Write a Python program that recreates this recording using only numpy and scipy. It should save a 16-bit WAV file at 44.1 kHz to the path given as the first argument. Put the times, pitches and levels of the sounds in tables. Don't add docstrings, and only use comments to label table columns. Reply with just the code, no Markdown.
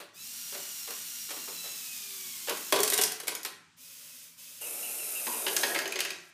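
import sys
import numpy as np
from scipy import signal
from scipy.fft import rfft, irfft
from scipy.io import wavfile

SR = 44100
rng = np.random.default_rng(int(sys.argv[2]) if len(sys.argv) > 2 else 0)


def dump(signal):
    limited = np.clip(np.atleast_2d(signal).T, -1, 1)
    pcm = np.round(limited * 32767).astype(np.int16)
    wavfile.write(sys.argv[1], SR, pcm)


N = 279153
TIME = np.arange(N) / SR
COAST_DB_PER_S = 94.5

# start/s, stop/s, level/dB, attack/s
LIFT_RUNS = [(0.131, 3.06, -38, 0.1)]
# t/s, f/Hz
LIFT_SPEED = [(0.13, 1130), (0.18, 1285), (0.25, 1373), (0.36, 1432), (0.52, 1402), (0.6, 1458),
              (0.87, 1372), (0.98, 1452), (1.2, 1413), (1.45, 1392), (1.6, 1331), (1.74, 1325),
              (1.98, 1238), (2.22, 1143), (2.44, 1047), (2.6, 1329), (3.05, 1406)]
# f/Hz, level/dB
LIFT_EQ = [(100, -27), (160, -16), (255, -9), (340, -25.5), (900, -17.5), (2000, -10.5), (2700, -6),
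           (4500, -4), (6300, -1.5), (9100, -2), (10200, -4.5), (12300, -4), (13300, 0.5), (14500, -5)]
# f/Hz, width/Hz, level/dB
GEARBOX_MODES = [(2540, 68, -50), (2750, 130, -67), (3550, 300, -56), (4004, 59, -45.5), (4930, 120, -46),
                 (5330, 160, -48), (5670, 240, -44), (6620, 220, -41), (7320, 160, -52)]
# f/Hz, width/Hz, level/dB
CHASSIS_MODES = [(389, 16.4, -60.5), (352, 10, -68)]

def lift(lets_go_s=2.47, idle_hz=1440, stall_hz=1060):
    rate = curve(LIFT_SPEED)
    teeth = mesh(rate, flutter=0.0073)
    power = runs(LIFT_RUNS, COAST_DB_PER_S)
    whirr = gears(teeth, LIFT_EQ, whine_db=-4.5, rough_db=1) * power
    pressed = np.sqrt(power / power.max()) * undb(-COAST_DB_PER_S * np.maximum(TIME - lets_go_s, 0))
    loose_teeth = teeth + tooth_play()
    whine = sum(tone(k * loose_teeth) * swell(k * rate, GEARBOX_MODES) * undb(-3.5 * (k - 2))
                for k in range(2, 7))
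    shaft_hum = unit(np.sin(2 * np.pi * teeth / 3)) * swell(rate / 3, CHASSIS_MODES)
    load = np.clip((idle_hz - rate) / (idle_hz - stall_hz), 0, 1)
    groan = undb(-74.5) * load ** 2 * tone(teeth)
    return whirr + (whine + shaft_hum + groan) * pressed

# start/s, stop/s, level/dB, attack/s
TILT_RUNS = [(3.765, 4.239, -45.5, 0.035), (4.372, 4.6, -45, 0.018)]
# f/Hz, level/dB
TILT_EQ = [(180, -55), (300, -29), (437, -16.5), (597, -10), (703, -27), (991, -15), (1310, -18),
           (1440, -12), (1590, -14.5), (2920, -5.5), (4390, -6.5), (5090, -3.5), (15000, -4.5)]
# multiple of mesh rate, level/dB relative to the run
TILT_WHINE = [(2, -23), (5, -17.5)]

def tilt(mesh_hz=1300, droop=0.16):
    power = runs(TILT_RUNS, COAST_DB_PER_S)
    teeth = mesh(mesh_hz * (1 - droop * (1 - power / power.max())), flutter=0.00697)
    loose_teeth = teeth + tooth_play()
    whine = sum(undb(db) * tone(round(k) * loose_teeth) for k, db in TILT_WHINE)
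    return (gears(teeth, TILT_EQ, whine_db=-12, rough_db=0.6) + whine) * power

# t/s, level/dB, brightness/dB, ring f/Hz
PLATE_HITS = [(2.7235, -18.5, -2, 616), (2.741, -28, -4.5, 1103), (2.760, -25, -2.5, 643),
              (2.789, -28.5, -2, 406), (2.803, -28, 17, 8000), (2.832, -23, 9, 8300),
              (2.846, -32.5, 3, 8840), (2.8767, -27, 8, 8300), (2.9005, -26.5, 12.5, 13070),
              (2.921, -28, 1, 2070), (2.932, -28, 6.5, 3700), (2.938, -25, 9.5, 8400),
              (2.977, -25.5, 9, 14280), (2.987, -25.5, -1, 2840), (3.013, -24, 7, 8800),
              (3.020, -26, 20.5, 10900), (3.036, -22, 11, 6020), (3.119, -33.5, 6, 13200),
              (3.2005, -37, 4, 10200), (3.233, -43.5, 0, 9600), (3.271, -37, 4, 2270),
              (3.2795, -26.5, 4.5, 2250), (3.32, -40.5, 0, 1010), (3.3505, -34, 7, 6400)]
# f/Hz, width/Hz, level/dB
PLATE_MODES = [(416.6, 16.6, 9.5), (440, 16, 13), (507, 11, 5), (613, 14, 0.5), (719, 13, 4),
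               (813, 9.5, 1.5), (977, 6.5, 7), (1088, 12, 3), (1230, 7.8, -13), (1555, 22, 0.5),
               (1940, 27, -6), (2536, 63, -8), (3350, 110, -2)]

def falling_plate():
    bounces = hits(PLATE_HITS, contact_s=0.0067, ring_db=-10, ring_lean=-0.1, ring_s=0.0043,
                   boom_db=-17.5, thud_db=-5.5, clack_db=-2, tick_db=-1, body_s=0.0016)
    return ring(bounces, PLATE_MODES)

# t/s, level/dB, brightness/dB, ring f/Hz
FRAME_HITS = [(5.268, -36.5, 0.5, 920), (5.4645, -30, -4, 2850), (5.481, -35, 4, 3200),
              (5.565, -23, 11.5, 5620), (5.6325, -26, -1.5, 1830), (5.7468, -31.5, 0.5, 2220),
              (5.758, -31, -6, 2050), (5.788, -31, 4.5, 1773), (5.8552, -36, -0.5, 3000),
              (5.877, -38, 16, 6500), (5.9215, -34, 7, 2400), (5.957, -34, 0, 2140),
              (5.9895, -32.5, 2.5, 2180), (6.004, -27, 9.5, 2940), (6.049, -34, 4.5, 2750),
              (6.104, -36, 4.5, 2460)]
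# f/Hz, width/Hz, level/dB
FRAME_MODES = [(370, 37, 9.2), (559.4, 11, 11.3), (605, 5.5, 1.9), (1661, 30, 3.2), (1850, 22, 1.1),
               (2440, 8, 1.4), (2570, 42, 0.96), (4850, 210, 3.5), (6430, 120, 11.5), (7630, 47, 5.6)]

def rammed_frame():
    knocks = hits(FRAME_HITS, contact_s=0.006, ring_db=-5, ring_lean=-0.4, ring_s=0.0036,
                  boom_db=-19, thud_db=-5, clack_db=3, tick_db=-4.5, body_s=0.0067)
    return ring(knocks, FRAME_MODES)

# t/s, level/dB, brightness/dB, contact/s
SNAGS = [(0.001, -42.5, -2, 0.02), (0.523, -40.5, -0.5, 0.042), (0.548, -42, -3.5, 0.0058),
         (0.875, -42, -2.5, 0.016), (0.906, -40.5, 3.5, 0.008), (1.29, -42, 1, 0.02),
         (1.305, -39, 1, 0.0089), (1.365, -45, -3.5, 0.012), (1.476, -42.5, -8, 0.017),
         (1.641, -43.5, -1.5, 0.032), (2.472, -39, -1, 0.011), (2.483, -33.5, -3, 0.007),
         (2.494, -31, 3.5, 0.0066), (2.507, -33.5, -9.5, 0.0072), (2.571, -40.5, 10, 0.0068),
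         (3.431, -42, 16, 0.0054), (3.449, -33.5, 3.5, 0.0061), (3.46, -39.5, 4.5, 0.0065)]
# f/Hz, width/Hz, level/dB
BUCKET_MODES = [(413, 105, 0.5), (562, 61, -3.5), (1160, 250, -7)]

def bucket_snags():
    jolts = sum(blow(*row, boom_db=-15.5, thud_db=-3.5, clack_db=2.5, tick_db=0.5, body_s=0.012)
                for row in SNAGS)
    return ring(jolts, BUCKET_MODES)

# t/s, gear level/dB, tyre level/dB
DRIVE_FADERS = [(4.595, -64, -99), (4.615, -36.5, -50), (5.1, -34, -52), (5.4, -33, -44.5),
                (5.72, -34.5, -39), (5.83, -45, -46), (5.9, -70, -44.5), (6.15, -68, -63), (6.3, -63, -97)]
# t/s, f/Hz
DRIVE_SPEED = [(4.6, 1181), (4.7, 1322), (4.98, 1358), (5.2, 1261), (5.45, 1244), (5.8, 1040), (6.2, 800)]
# f/Hz, level/dB
DRIVE_EQ = [(600, -45), (1000, -29), (1400, -18), (1900, -17.5), (2500, -10.5), (3200, -16), (4500, -16.5),
            (6000, -12), (8000, -7.5), (9400, -2), (11000, -6), (12800, -2.5), (13800, -9), (15000, -16.5)]
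# f/Hz, level/dB
TYRE_EQ = [(76, -57), (130, -79), (161, -18), (203, -27), (232, -19), (291, -17), (423, -9.5), (632, -9.5),
           (1100, -20.5), (1430, -19), (2420, -120)]

def drive():
    teeth = mesh(curve(DRIVE_SPEED), flutter=0.00934)
    hiss = gears(teeth, DRIVE_EQ, whine_db=-4.5, rough_db=1)
    rumble = colour(clicks(4000, scatter_db=3.2), TYRE_EQ)
    return hiss * fader(DRIVE_FADERS, column=1) + rumble * fader(DRIVE_FADERS, column=2)

# t/s, level/dB, length/s
SQUEAKS = [(4.61, -45.5, 0.045), (4.824, -42, 0.031), (4.982, -42.5, 0.0223), (5.151, -37, 0.014),
           (5.325, -43, 0.014)]

def shaft_squeaks(rub_hz=2765, freed_hz=2450, sag_s=0.046):
    squeaks = np.zeros(N)
    roughness = 1 + 0.034 * walk(234)
    for start, db, length in SQUEAKS:
        stop = start + length
        hz = curve([(stop, rub_hz), (stop + sag_s, freed_hz)]) * roughness
        rub = runs([(start, stop, db, 0.0059)], fall_db_per_s=330)
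        squeaks += rub * unit(np.sin(2 * np.pi * np.cumsum(hz) / SR))
    return squeaks

# f/Hz, level/dB
RATTLE_EQ = [(100, -45.5), (165, -19.5), (300, -24), (373, 8.5), (450, -27), (625, 3), (850, -12.5),
             (1160, -12), (1700, -7.5), (2400, -8.5), (3500, -6.5), (6500, -3.5), (9000, -14.5),
             (15000, -24)]

def loose_bricks():
    power = shaken(PLATE_HITS, share_db=-18.5) + shaken(FRAME_HITS, share_db=-8.5)
    return colour(clicks(800, scatter_db=2.1), RATTLE_EQ) * np.sqrt(power)

# start/s, stop/s, level/dB, attack/s
SCRAPES = [(5.266, 5.285, -39.5, 0.0031)]
# start/s, stop/s, level/dB, attack/s
SHOVES = [(5.6, 6.08, -48.5, 0.022)]

def frame_friction():
    slips = clicks(900, scatter_db=2)
    scrape = unit(band(slips, 890, 1070, order=2))
    drone = undb(-6) * unit(band(slips, 224, 248, order=2))
    judder = unit(band(slips, 345, 404, order=2))
    return (scrape + drone) * runs(SCRAPES, fall_db_per_s=153) + judder * runs(SHOVES, fall_db_per_s=304)

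# multiple of mesh rate, level/dB
GEAR_WHINE = [(1, -25.5), (2, -19), (3, -19.5), (4, -18), (5, -19), (6, -34.5)]

def gears(teeth, housing, whine_db, rough_db):
    sliding = rng.standard_normal(N) * (1 + 0.25 * np.cos(2 * np.pi * teeth))
    whirr = colour(sliding * undb(rough_db * walk(190)), housing)
    return whirr + undb(whine_db) * sum(undb(db) * tone(round(k) * teeth) for k, db in GEAR_WHINE)

def mesh(rate, flutter):
    return np.cumsum(rate * (1 + flutter * walk(61))) / SR

def tooth_play():
    return 0.049 * walk(60)

def tone(cycles):
    return unit(undb(2.7 * walk(25)) * np.sin(2 * np.pi * cycles))

def swell(hz, modes):
    return np.sqrt(sum(undb(db) ** 2 / (1 + (2 * (hz - centre) / width) ** 2)
                       for centre, width, db in modes))

def blow(s, db, bright_db, contact_s, boom_db, thud_db, clack_db, tick_db, body_s, piece=()):
    out, t = np.zeros(N + SR), TIME[:SR // 4]
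    lean = np.array([-bright_db, 0, bright_db])
    thud, clack, tick = db + lean - 10 * np.log10(np.sum(undb(lean) ** 2))
    parts = [(167, 387, thud + boom_db, 0.1),
             (321, 1170, thud + thud_db, contact_s + body_s),
             (1334, 4410, clack + clack_db, contact_s * 1.7),
             (4650, 13900, tick + tick_db, contact_s)]
    if piece:
        ring_hz, ring_db, ring_s = piece
        parts.append((ring_hz * .93, ring_hz * 1.07, db + ring_db, ring_s))
    start = int(s * SR)
    attack = 1 - np.exp(-t / 0.0004)
    for lo_hz, hi_hz, part_db, decay_s in parts:
        burst = band(rng.standard_normal(len(t)) * attack * np.exp(-t / decay_s), lo_hz, hi_hz)
        level = np.sqrt(np.sum(burst ** 2) / (0.022 * SR))
        out[start:start + len(t)] += undb(part_db) * burst / level
    return out[:N]

def hits(rows, contact_s, ring_db, ring_lean, ring_s, halving_db=32, **body):
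    return sum(blow(s, db, bright, contact_s * .5 ** (bright / halving_db),
                    piece=(hz, ring_db + ring_lean * bright, ring_s), **body)
               for s, db, bright, hz in rows)

def ring(x, modes):
    return x + sum(undb(db) * signal.lfilter(*signal.iirpeak(hz, hz / width, SR), x)
                   for hz, width, db in modes)

def shaken(rows, share_db, rise_s=0.02, settle_s=0.065):
    power = np.zeros(N)
    for s, db, *_ in rows:
        start = int(s * SR)
        t = TIME[:N - start]
        power[start:] += (undb(db + share_db) * (1 - np.exp(-t / rise_s)) * np.exp(-t / settle_s)) ** 2
    return power

def clicks(rate, scatter_db):
    impacts = (rng.random(N) < rate / SR) * rng.standard_normal(N)
    return unit(impacts * undb(scatter_db * np.clip(rng.standard_normal(N), -2, 2)))

def runs(rows, fall_db_per_s):
    return sum((1 - np.exp(-np.maximum(TIME - start, 0) / attack_s))
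               * undb(db - fall_db_per_s * np.maximum(TIME - stop, 0))
               for start, stop, db, attack_s in rows)

def fader(rows, column):
    rows = np.array(rows)
    return undb(np.interp(TIME, rows[:, 0], rows[:, column], left=-200, right=-200))

def curve(rows):
    return np.interp(TIME, *np.transpose(rows))

def walk(hz):
    low_pass = np.exp(-(np.fft.rfftfreq(N, 1 / SR) / hz) ** 2)
    return unit(irfft(rfft(rng.standard_normal(N)) * low_pass, N))

def colour(x, eq):
    hz, db = np.transpose(eq)
    gain = undb(np.interp(np.log(np.fft.rfftfreq(N, 1 / SR) + 1), np.log(hz), db))
    return unit(irfft(rfft(x) * gain, N))

def band(x, lo_hz, hi_hz, order=3):
    return signal.sosfilt(signal.butter(order, [lo_hz, hi_hz], "band", fs=SR, output="sos"), x)

def undb(db):
    return 10 ** (np.asarray(db) / 20)

def unit(x):
    return x / np.sqrt(np.mean(x ** 2))

# f/Hz, t60/s
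ROOM_DECAY = [(150, 0.64), (500, 0.38), (1500, 0.68), (4000, 0.41), (9000, 0.35), (15000, 0.18)]

def room(x, wet_db):
    t = TIME[:SR]
    noise = rfft(rng.standard_normal(SR))
    log_hz = np.log(np.arange(SR // 2 + 1) + 1)
    centres, t60s = np.transpose(ROOM_DECAY)
    bands = [irfft(noise * np.interp(log_hz, np.log(centres), share), SR) for share in np.eye(len(t60s))]
    tail = sum(part * 1000 ** (-t / t60) for part, t60 in zip(bands, t60s))
    tail *= np.clip(t / 0.0054 - .5, 0, 1)
    return x + undb(wet_db) * signal.fftconvolve(x, tail / np.sqrt(np.sum(tail ** 2)))[:N]

# f/Hz, level/dB
AIR_EQ = [(20, -34), (30, -30), (60, -23), (100, -1.5), (140, -10), (170, 7.5), (205, -23.5), (245, 2.5),
          (330, -18.5), (500, -38), (1000, -12.5), (3000, -13), (8000, -17), (15000, -45)]

def room_air():
    return undb(-66) * colour(rng.standard_normal(N), AIR_EQ)

def scene():
    air = room_air()
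    motors = room(lift() + tilt() + drive() + shaft_squeaks(), wet_db=-8)
    bricks = bucket_snags() + falling_plate() + rammed_frame() + loose_bricks() + frame_friction()
    mono = undb(-2.5) * (motors + room(bricks, wet_db=-5)) + air
    return np.array([mono, mono])

def record(dry, top_hz=15300):
    return signal.sosfiltfilt(signal.ellip(10, .05, 60, top_hz, fs=SR, output="sos"), dry)

dry = scene()
out = record(dry)
dump(out)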